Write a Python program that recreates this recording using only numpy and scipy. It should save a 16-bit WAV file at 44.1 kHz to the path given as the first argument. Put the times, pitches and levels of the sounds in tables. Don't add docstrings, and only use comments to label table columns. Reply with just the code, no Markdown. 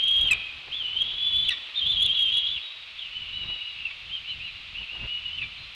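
import sys
import numpy as np
from scipy import signal
from scipy.fft import rfft, irfft
from scipy.io import wavfile
from scipy.ndimage import uniform_filter1d

SR = 44100
rng = np.random.default_rng(int(sys.argv[2]) if len(sys.argv) > 2 else 0)


def pcm_store(signal):
    levels = np.round(np.clip(np.atleast_2d(signal), -1, 1) * 32767)
    wavfile.write(sys.argv[1], SR, levels.astype(np.int16).T)


N = 253553
TIME = np.arange(N) / SR

# time in seconds, pitch in Hz, level in dB before the trim in whistles(), rasp from 0 to 1.
WHISTLE_CALLS = [
    [(0.0, 3150, -16, 0.37), (.022, 3207, -30, 0.4), (.036, 3218, -18.5, 0.17), (.07, 3272, -29.5, 0.67),
     (.082, 3256, -16, 0.36), (.096, 3234, -24, 0.5), (.125, 3270, -19, .15), (.155, 3235, -23.5, 0.53),
     (.18, 3260, -19.5, 0.12), (.198, 3240, -26, 0.76), (.218, 3296, -16.5, 0.25), (.238, 3268, -19, 0.46),
     (.252, 3223, -24.5, 0.68), (.277, 3155, -16, 0.27), (.293, 2790, -19.5, .55)],
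    [(.712, 2536, -38.5, 0.38), (.728, 3130, -31, 0.5), (.745, 3430, -28, .65), (.765, 3500, -29, 0.25),
     (.787, 3413, -31.5, 0.48), (.812, 3132, -25.5, 0.18), (.835, 3020, -33, 0.8),
     (.855, 2951, -25.5, 0.35), (.915, 2986, -31, .45), (.952, 3080, -34, .55), (.974, 3097, -22.5, 0.25),
     (.992, 3220, -28.5, 0.61), (1.016, 3280, -18.5, .3), (1.036, 3297, -29, 0.74),
     (1.075, 3350, -29.5, 0.7), (1.15, 3353, -31.5, 0.84), (1.215, 3383, -28, 0.45),
     (1.248, 3443, -22, 0.35), (1.285, 3442, -25, .3), (1.305, 3366, -31.5, .58),
     (1.355, 3435, -22.5, 0.35), (1.395, 3448, -22, .36), (1.415, 3447, -22, 0.43), (1.424, 3451, -23, .35),
     (1.44, 3441, -21.5, 0.3), (1.464, 3428, -29.5, 0.92), (1.491, 3409, -16.5, 0.33)],
    [(2.98, 3530, -40, 0.67), (2.994, 3580, -34.5, 0.68), (3.011, 3540, -40.5, .8),
     (3.023, 3285, -31.5, 0.78), (3.04, 3010, -39, .55), (3.073, 2800, -35.5, 0.37), (3.1, 2847, -52, .6),
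     (3.127, 2950, -36, 0.27), (3.143, 2960, -39, .6), (3.165, 3014, -31.5, .15), (3.205, 2940, -41, 0.53),
     (3.222, 2945, -34.5, 0.15), (3.25, 2985, -39, 0.82), (3.287, 2990, -34, 0.81),
     (3.325, 2880, -41, 0.65), (3.333, 2934, -32.5, .2), (3.35, 2980, -34.5, 0.25),
     (3.372, 2958, -30, 0.06), (3.415, 2935, -37.5, .42), (3.44, 2810, -28.5, 0.34),
     (3.452, 2880, -50, 0.6), (3.492, 2880, -29, 0.31), (3.535, 2947, -35.5, 0.36), (3.595, 2832, -38, .5),
     (3.62, 2900, -34, 0.4), (3.645, 2880, -37, 0.56), (3.678, 2890, -33.5, 0.35), (3.72, 2845, -41.5, .58),
     (3.785, 2840, -37.5, 0.83), (3.802, 2850, -37, .35), (3.828, 2794, -31.5, 0.62),
     (3.843, 2820, -57, 0.64), (3.853, 2743, -27, 0.07), (3.872, 2622, -27, 0.2), (3.884, 2538, -45, .4),
     (3.897, 2520, -35, 0.5)],
    [(4.875, 2558, -38.5, 0.41), (4.905, 2768, -37, 0.43), (4.94, 2900, -33, .35), (4.99, 2790, -37, .5),
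     (5.068, 2798, -34.5, 0.48), (5.1, 2916, -32, 0.15), (5.176, 2899, -31.5, .2),
     (5.195, 2968, -46.5, 0.68), (5.25, 2975, -38, .7), (5.262, 2894, -30.5, 0.13),
     (5.288, 2899, -29.5, .15), (5.308, 2940, -40, .59), (5.35, 3045, -34.5, 0.27),
     (5.361, 3040, -40, 0.33), (5.372, 3030, -43, 0.5), (5.379, 3020, -30, 0.1), (5.388, 2945, -27, .73),
     (5.395, 2844, -31, 0.69), (5.404, 2715, -46, 0.52), (5.416, 2680, -39, .4)],
]
# time in seconds, pitch in Hz, level in dB, rasp from 0 to 1.
SCREAM_CONTOUR = [(1.745, 3350, -40, 0.44), (1.761, 3650, -27.5, 0.6), (1.783, 3650, -24, 0.09),
                  (1.803, 3400, -28.5, 0.85), (1.826, 3150, -23.5, 0.34), (1.851, 3250, -32.5, 0.72),
                  (1.87, 3430, -15.5, 0.38), (1.882, 3535, -29, 0.7), (1.905, 3530, -21.5, 0.19),
                  (1.93, 3494, -24, 0.82), (1.954, 3346, -29, 0.86), (1.978, 3284, -20.5, 0.32),
                  (2.015, 3240, -26.5, 0.53), (2.028, 3393, -17.5, 0.45), (2.043, 3516, -26.5, 0.6),
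                  (2.057, 3440, -18.5, 0.54), (2.07, 3270, -23.5, 0.66), (2.086, 3120, -28, 0.6),
                  (2.1, 3170, -17, 0.07), (2.122, 3230, -27, .55), (2.138, 3350, -27.5, 0.54),
                  (2.151, 3370, -24.5, 0.92), (2.165, 3408, -25, 0.4), (2.18, 3290, -23.5, 0.6),
                  (2.225, 3286, -19.5, 0.19), (2.246, 3200, -29, 0.53), (2.269, 3140, -21, 0.27),
                  (2.289, 3120, -22, 0.41), (2.315, 3260, -27.5, 0.48), (2.338, 3350, -24.5, 0.63),
                  (2.37, 3330, -26, 0.63), (2.388, 3380, -22, 0.49), (2.412, 3220, -29.5, .75),
                  (2.431, 3240, -25.5, 0.46), (2.511, 3425, -31, 0.85), (2.53, 3510, -24.5, 0.31),
                  (2.544, 3410, -35, 0.56), (2.567, 3180, -27, 0.77), (2.591, 2552, -34.5, 0.58)]
# time of the top in seconds, half length in seconds, top pitch in Hz,
# full fall in Hz, top level in dB, full fade in dB; the ends reach about 82 % of the fall and the fade.
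CHIRP_NOTES = [(4.142, 0.047, 3200, 400.3, -31.5, -10), (4.302, 0.06, 3040, 515.3, -32, -14.5),
               (4.451, .054, 2893, 398.7, -37, -3), (4.57, .045, 2815, 40.1, -41.5, -4.5),
               (4.797, 0.048, 2975, 329.3, -36.5, -1.5)]
CHIRP_RASP_RANGE = .35, .7
# start in seconds, length in seconds, start and end pitch in Hz, level in dB,
# fundamental and third harmonic in dB against the second harmonic.
YELP_NOTES = [(0.302, 0.012, 2060, 1956, -33.5, 4, -31.5), (.31, 0.016, 1314, 1237, -15.5, -24, -16.5),
              (0.328, 0.0082, 1247, 1204, -17, -29, -13), (1.491, 0.0048, 1570, 1305, -16.5, -45, -23.5),
              (1.505, 0.025, 2013, 1812, -28, -4.5, -22.5), (1.52, .024, 1190, 1131, -32.5, -14, 7.5),
              (3.908, 0.0088, 1144, 1126, -34.5, -16.5, -3), (5.415, .016, 1320, 1248, -28.5, -32, -24),
              (5.429, 0.018, 1194, 1168, -32.5, -31, -7)]
# start in seconds, decay time in seconds, level in dB.
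CRACK_BURSTS = [(0.309, 0.012, -47.5), (1.492, .005, -43.5)]
# time in seconds, rattles per second, rattle depth and buzz depth as ratios.
MEMBRANE_SHAKING = [(.1, 206, 0.64, 0.43), (.29, 210, 0.28, 0.62), (.72, 123, 1, 0.15),
                    (.85, 160, 0.76, 0.2), (1.03, 190, 0.58, .25), (1.2, 335, 0.75, 0.26),
                    (1.48, 334, 0.86, .35), (1.78, 210, .7, 0.57), (2.0, 234, 0.59, 0.47),
                    (2.2, 278, 0.53, 0.74), (2.37, 338, 0.57, 0.69), (2.579, 250, 0.55, 0.55),
                    (2.99, 230, 0.9, 0.22), (3.28, 150, .95, .25), (3.45, 225, 0.64, .35),
                    (4.3, 177, .75, 0.25), (5.4, 210, 0.79, 0.27)]
# multiple of the pitch, level in dB against the note.
VOICE_OVERTONES = [(2, -43), (3, -53), (4, -61.5)]
# time of the top in seconds, half length in seconds,
# top pitch in Hz, fall to either end in Hz, top level in dB before the trim in piping(),
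# change of level at the ends in dB.
PIPED_NOTES = [(2.66, 0.036, 3830, 90.4, -37.5, -1), (2.74, 0.047, 3870, 90.16, -44, -5),
               (2.83, .04, 3800, 70.65, -47.5, -6), (3.385, 0.054, 3945, 147.8, -45, 5.5),
               (3.53, 0.077, 3887, 100.7, -45.5, 2), (3.675, 0.072, 3945, 132.9, -46.5, -6),
               (4.312, 0.0403, 4027, 98.8, -46, -7), (4.46, 0.037, 4020, 60.9, -47.5, -3),
               (4.565, .05, 3950, 30.03, -51.5, 6), (5.618, 0.052, 4124, 108.7, -43.5, -22)]
# delay in seconds, level in dB.
TRUNK_ECHOES = [(.0062, -15), (.0123, -12), (.0195, -15), (.034, -17), (.057, -21)]
# centre in seconds, spread in seconds, level in dB.
RUSTLE_SWELLS = [(0.274, 0.083, -49.5), (0.997, 0.5, -56), (2.106, 0.43, -58.5), (3.5, 0.062, -52.5),
                 (4.82, 0.012, -52.5), (4.955, 0.025, -51), (5.013, 0.05, -59), (5.035, 0.015, -51),
                 (5.056, 0.0082, -48.5)]
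# centre in seconds, spread in seconds, change of level in dB.
RUMBLE_SWELLS = [(0.277, 0.059, 10.5), (1.04, 0.068, 2.5), (1.355, 0.048, 9), (1.676, 0.088, -10.5),
                 (1.863, 0.062, 11), (2.023, 0.078, 7), (2.66, 0.044, -19.5), (2.858, 0.094, -12),
                 (3.485, 0.071, 11), (3.687, 0.04, -4), (4.811, 0.019, 7), (5.027, 0.045, 17),
                 (5.42, 0.061, 8)]
# frequency in Hz, relative density in dB per Hz.
OVERLOAD_SPECTRUM = [(4000, -27.5), (6000, -1), (8000, 3), (10000, -2.5), (11500, -8.5), (13500, -0.5)]
CRACK_SPECTRUM = [(500, -8.5), (1500, -5), (4000, 2.5), (6000, -5), (8000, 5.5), (10000, -15.5),
                  (14000, -8.5)]
RUSTLE_SPECTRUM = [(40, -8), (130, -12.5), (300, -1), (700, -1.5), (1300, -1), (3000, -6), (8000, -52.5)]
RUMBLE_SPECTRUM = [(20, -7.5), (45, 0.5), (78, -0.5), (120, -5), (200, -13), (400, -24), (1000, -31),
                   (3000, -72.5)]
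HISS_SPECTRUM = [(180, -68), (300, -41.5), (325, -26), (382, -25.5), (589, -19.5), (881, -18.5),
                 (1180, -12.5), (1680, -14.5), (2630, 1.5), (3690, -3.5), (3990, -6), (5690, -26.5),
                 (14000, -49.5)]


def whistles(trim_db=-1.5):
    s, _, _, rasp = np.vstack(WHISTLE_CALLS).T
    notes = [np.array(rows)[:, :3] for rows in WHISTLE_CALLS]
    return undb(trim_db) * voice(notes, np.interp(TIME, s, rasp))


def scream():
    s, hz, db, rasp = np.transpose(SCREAM_CONTOUR)
    return voice([np.column_stack([s, hz, db])], np.interp(TIME, s, rasp))


def chirps(bell=1.7):
    u = np.linspace(-1, 1, num=21)
    flank = 1 - np.exp(-bell * u ** 2)
    notes = []
    for s, half, hz, fall, db, fade in CHIRP_NOTES:
        notes.append(np.column_stack([s + half * u, hz - fall * flank, db + fade * flank]))
    rasp = np.tile(np.interp(flank, [0, 1], CHIRP_RASP_RANGE), len(notes))
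    return voice(notes, np.interp(TIME, np.vstack(notes)[:, 0], rasp))


def voice(notes, rasp, tremble_db=2.06, surge_db=-20, crackle_db=-59):
    hz, loud = phrase(notes, edge_s=.004)
    tone = syrinx(hz, rasp) * loud * undb(tremble_db * flutter(64))
    power = uniform_filter1d(tone ** 2, size=40)
    surge = np.tanh((power / undb(surge_db) ** 2) ** 2)
    return tone + undb(crackle_db) * surge * coloured(OVERLOAD_SPECTRUM)


def syrinx(hz, rasp, buzz_hz=463.6):
    rasp = np.clip(rasp, 0, .95)
    s, *columns = np.transpose(MEMBRANE_SHAKING)
    rattle_hz, rattle_depth, buzz_depth = (np.interp(TIME, s, column) for column in columns)
    phase = turn(hz * (1 + rasp * .013 * flutter(110)))
    slow_air = flutter(170) + 1j * flutter(170)
    fast_air = flutter(560, order=5) + 1j * flutter(560, order=5)
    turbulence = .42 * (slow_air + fast_air)
    rattle_phase = turn(rattle_hz * (1 + rasp ** 2 / 3 * flutter(60)))
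    rattle = rattle_depth * np.exp(-1j * rattle_phase) * (1 + .3 * flutter(25))
    buzz = buzz_depth * np.cos(turn(buzz_hz * (1 + .21 * rasp * flutter(70))))
    swing = np.sqrt(1 - rasp ** 2) + rasp * (np.sqrt(rasp) * turbulence + rattle + buzz)
    held = swing / (1 + np.abs(swing / 1.7) ** 4) ** .25
    wave = held * np.exp(1j * phase)
    overtones = sum(undb(db) * wave ** (k + 2) for k, (_, db) in enumerate(VOICE_OVERTONES))
    return np.sqrt(2) * np.imag(wave + overtones)


def yelps(rise_s=0.002, fall_s=0.0026):
    out = np.zeros(N)
    wobble = 1 + .013 * flutter(300)
    grain = 1 + .28 * flutter(400)
    for start, length, from_hz, to_hz, db, first_db, third_db in YELP_NOTES:
        end = start + length
        phase = turn(np.interp(TIME, [start, end], [from_hz, to_hz]) * wobble)
        gains = undb([first_db, 0, third_db])
        tone = sum(g * np.sin((k + 1) * phase) for k, g in enumerate(gains))
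        out += undb(db) * unit(tone) * grain * gate(start, end, rise_s, fall_s)
    return out


def cracks():
    burst = sum(undb(db) * (TIME > s) * np.exp(-np.abs(TIME - s) / decay) for s, decay, db in CRACK_BURSTS)
    return burst * coloured(CRACK_SPECTRUM)


def piping(trim_db=-1, tremble_db=3.0):
    hz, loud = phrase(arches(PIPED_NOTES), edge_s=0.0031)
    phase = turn(hz * (1 + .003 * flutter(90)))
    return np.sqrt(2) * np.sin(phase) * loud * undb(trim_db + tremble_db * flutter(40))


def woods(x, leaves_db=-13, t60_s=0.71, build_s=0.26, grove_db=-22.5, grove_s=0.17, spread_s=0.017):
    t = TIME[:SR]
    tail = rng.standard_normal(SR) * undb(-60 * t / t60_s) * (1 - np.exp(-t / build_s))
    grove = rng.standard_normal(SR) * np.exp(-((t - grove_s) / spread_s) ** 2)
    echo = undb(leaves_db) * tail / np.linalg.norm(tail)
    echo += undb(grove_db) * grove / np.linalg.norm(grove)
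    for delay, db in TRUNK_ECHOES:
        echo[int(delay * SR)] += undb(db)
    return x + signal.fftconvolve(x, echo)[:N]


def rustles(grain_db=3):
    swell = sum(undb(db) * np.exp(-((TIME - s) / spread) ** 2 / 2) for s, spread, db in RUSTLE_SWELLS)
    return swell * unit(coloured(RUSTLE_SPECTRUM) * undb(grain_db * flutter(42)))


def rumble(base_db=-56, waver_db=3.0):
    swell_db = sum(db * np.exp(-((TIME - s) / spread) ** 2 / 2) for s, spread, db in RUMBLE_SWELLS)
    return coloured(RUMBLE_SPECTRUM) * undb(base_db + swell_db + waver_db * flutter(5.3))


def hiss(level_db=-42.5):
    return coloured(HISS_SPECTRUM) * undb(level_db)


def arches(table):
    u = np.linspace(-1, 1, num=15)
    notes = []
    for s, half, hz, fall, db, fade in table:
        notes.append(np.column_stack([s + half * u, hz - fall * u ** 2, db + fade * u ** 2]))
    return notes


def phrase(notes, edge_s):
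    rows = np.vstack(notes)
    s, hz, db = rows[np.argsort(rows[:, 0], kind="stable")].T
    sounding = sum(gate(note[0][0], note[-1][0], edge_s, edge_s) for note in notes)
    glide = uniform_filter1d(np.interp(TIME, s, hz), size=400)
    effort_db = uniform_filter1d(np.interp(TIME, s, db), size=200)
    return glide, sounding * undb(effort_db)


def gate(start, end, rise_s, fall_s):
    return (1 + np.tanh((TIME - start) / rise_s)) * (1 + np.tanh((end - TIME) / fall_s)) / 4


def turn(hz):
    return 2 * np.pi * np.cumsum(hz) / SR


def flutter(hz, order=2):
    lowpass = signal.butter(order, min(hz, SR / 4), fs=SR, output="sos")
    return unit(signal.sosfilt(lowpass, rng.standard_normal(N)))


def coloured(points):
    hz, db = np.transpose(points)
    bins = np.arange(N // 2 + 1) * SR / N
    gain = undb(np.interp(np.log(bins + 1), np.log(hz), db))
    return unit(irfft(rfft(rng.standard_normal(N)) * gain, N))


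def unit(x):
    return x / np.sqrt(np.mean(x ** 2))


def undb(db):
    return 10 ** (np.asarray(db) / 20)


def scene():
    birds = whistles() + scream() + chirps() + yelps() + cracks() + piping()
    return (woods(birds) + rustles() + rumble() + hiss())[None]


def record(dry, ceiling=0.2, knee=8.5, lopsided=0.1, top_hz=14100):
    limit = ceiling * (1 + lopsided * np.sign(dry))
    flattened = dry / (1 + np.abs(dry / limit) ** knee) ** (1 / knee)
    return signal.sosfiltfilt(signal.ellip(10, .1, 60, top_hz, fs=SR, output="sos"), flattened)


dry = scene()
out = record(dry)
pcm_store(out)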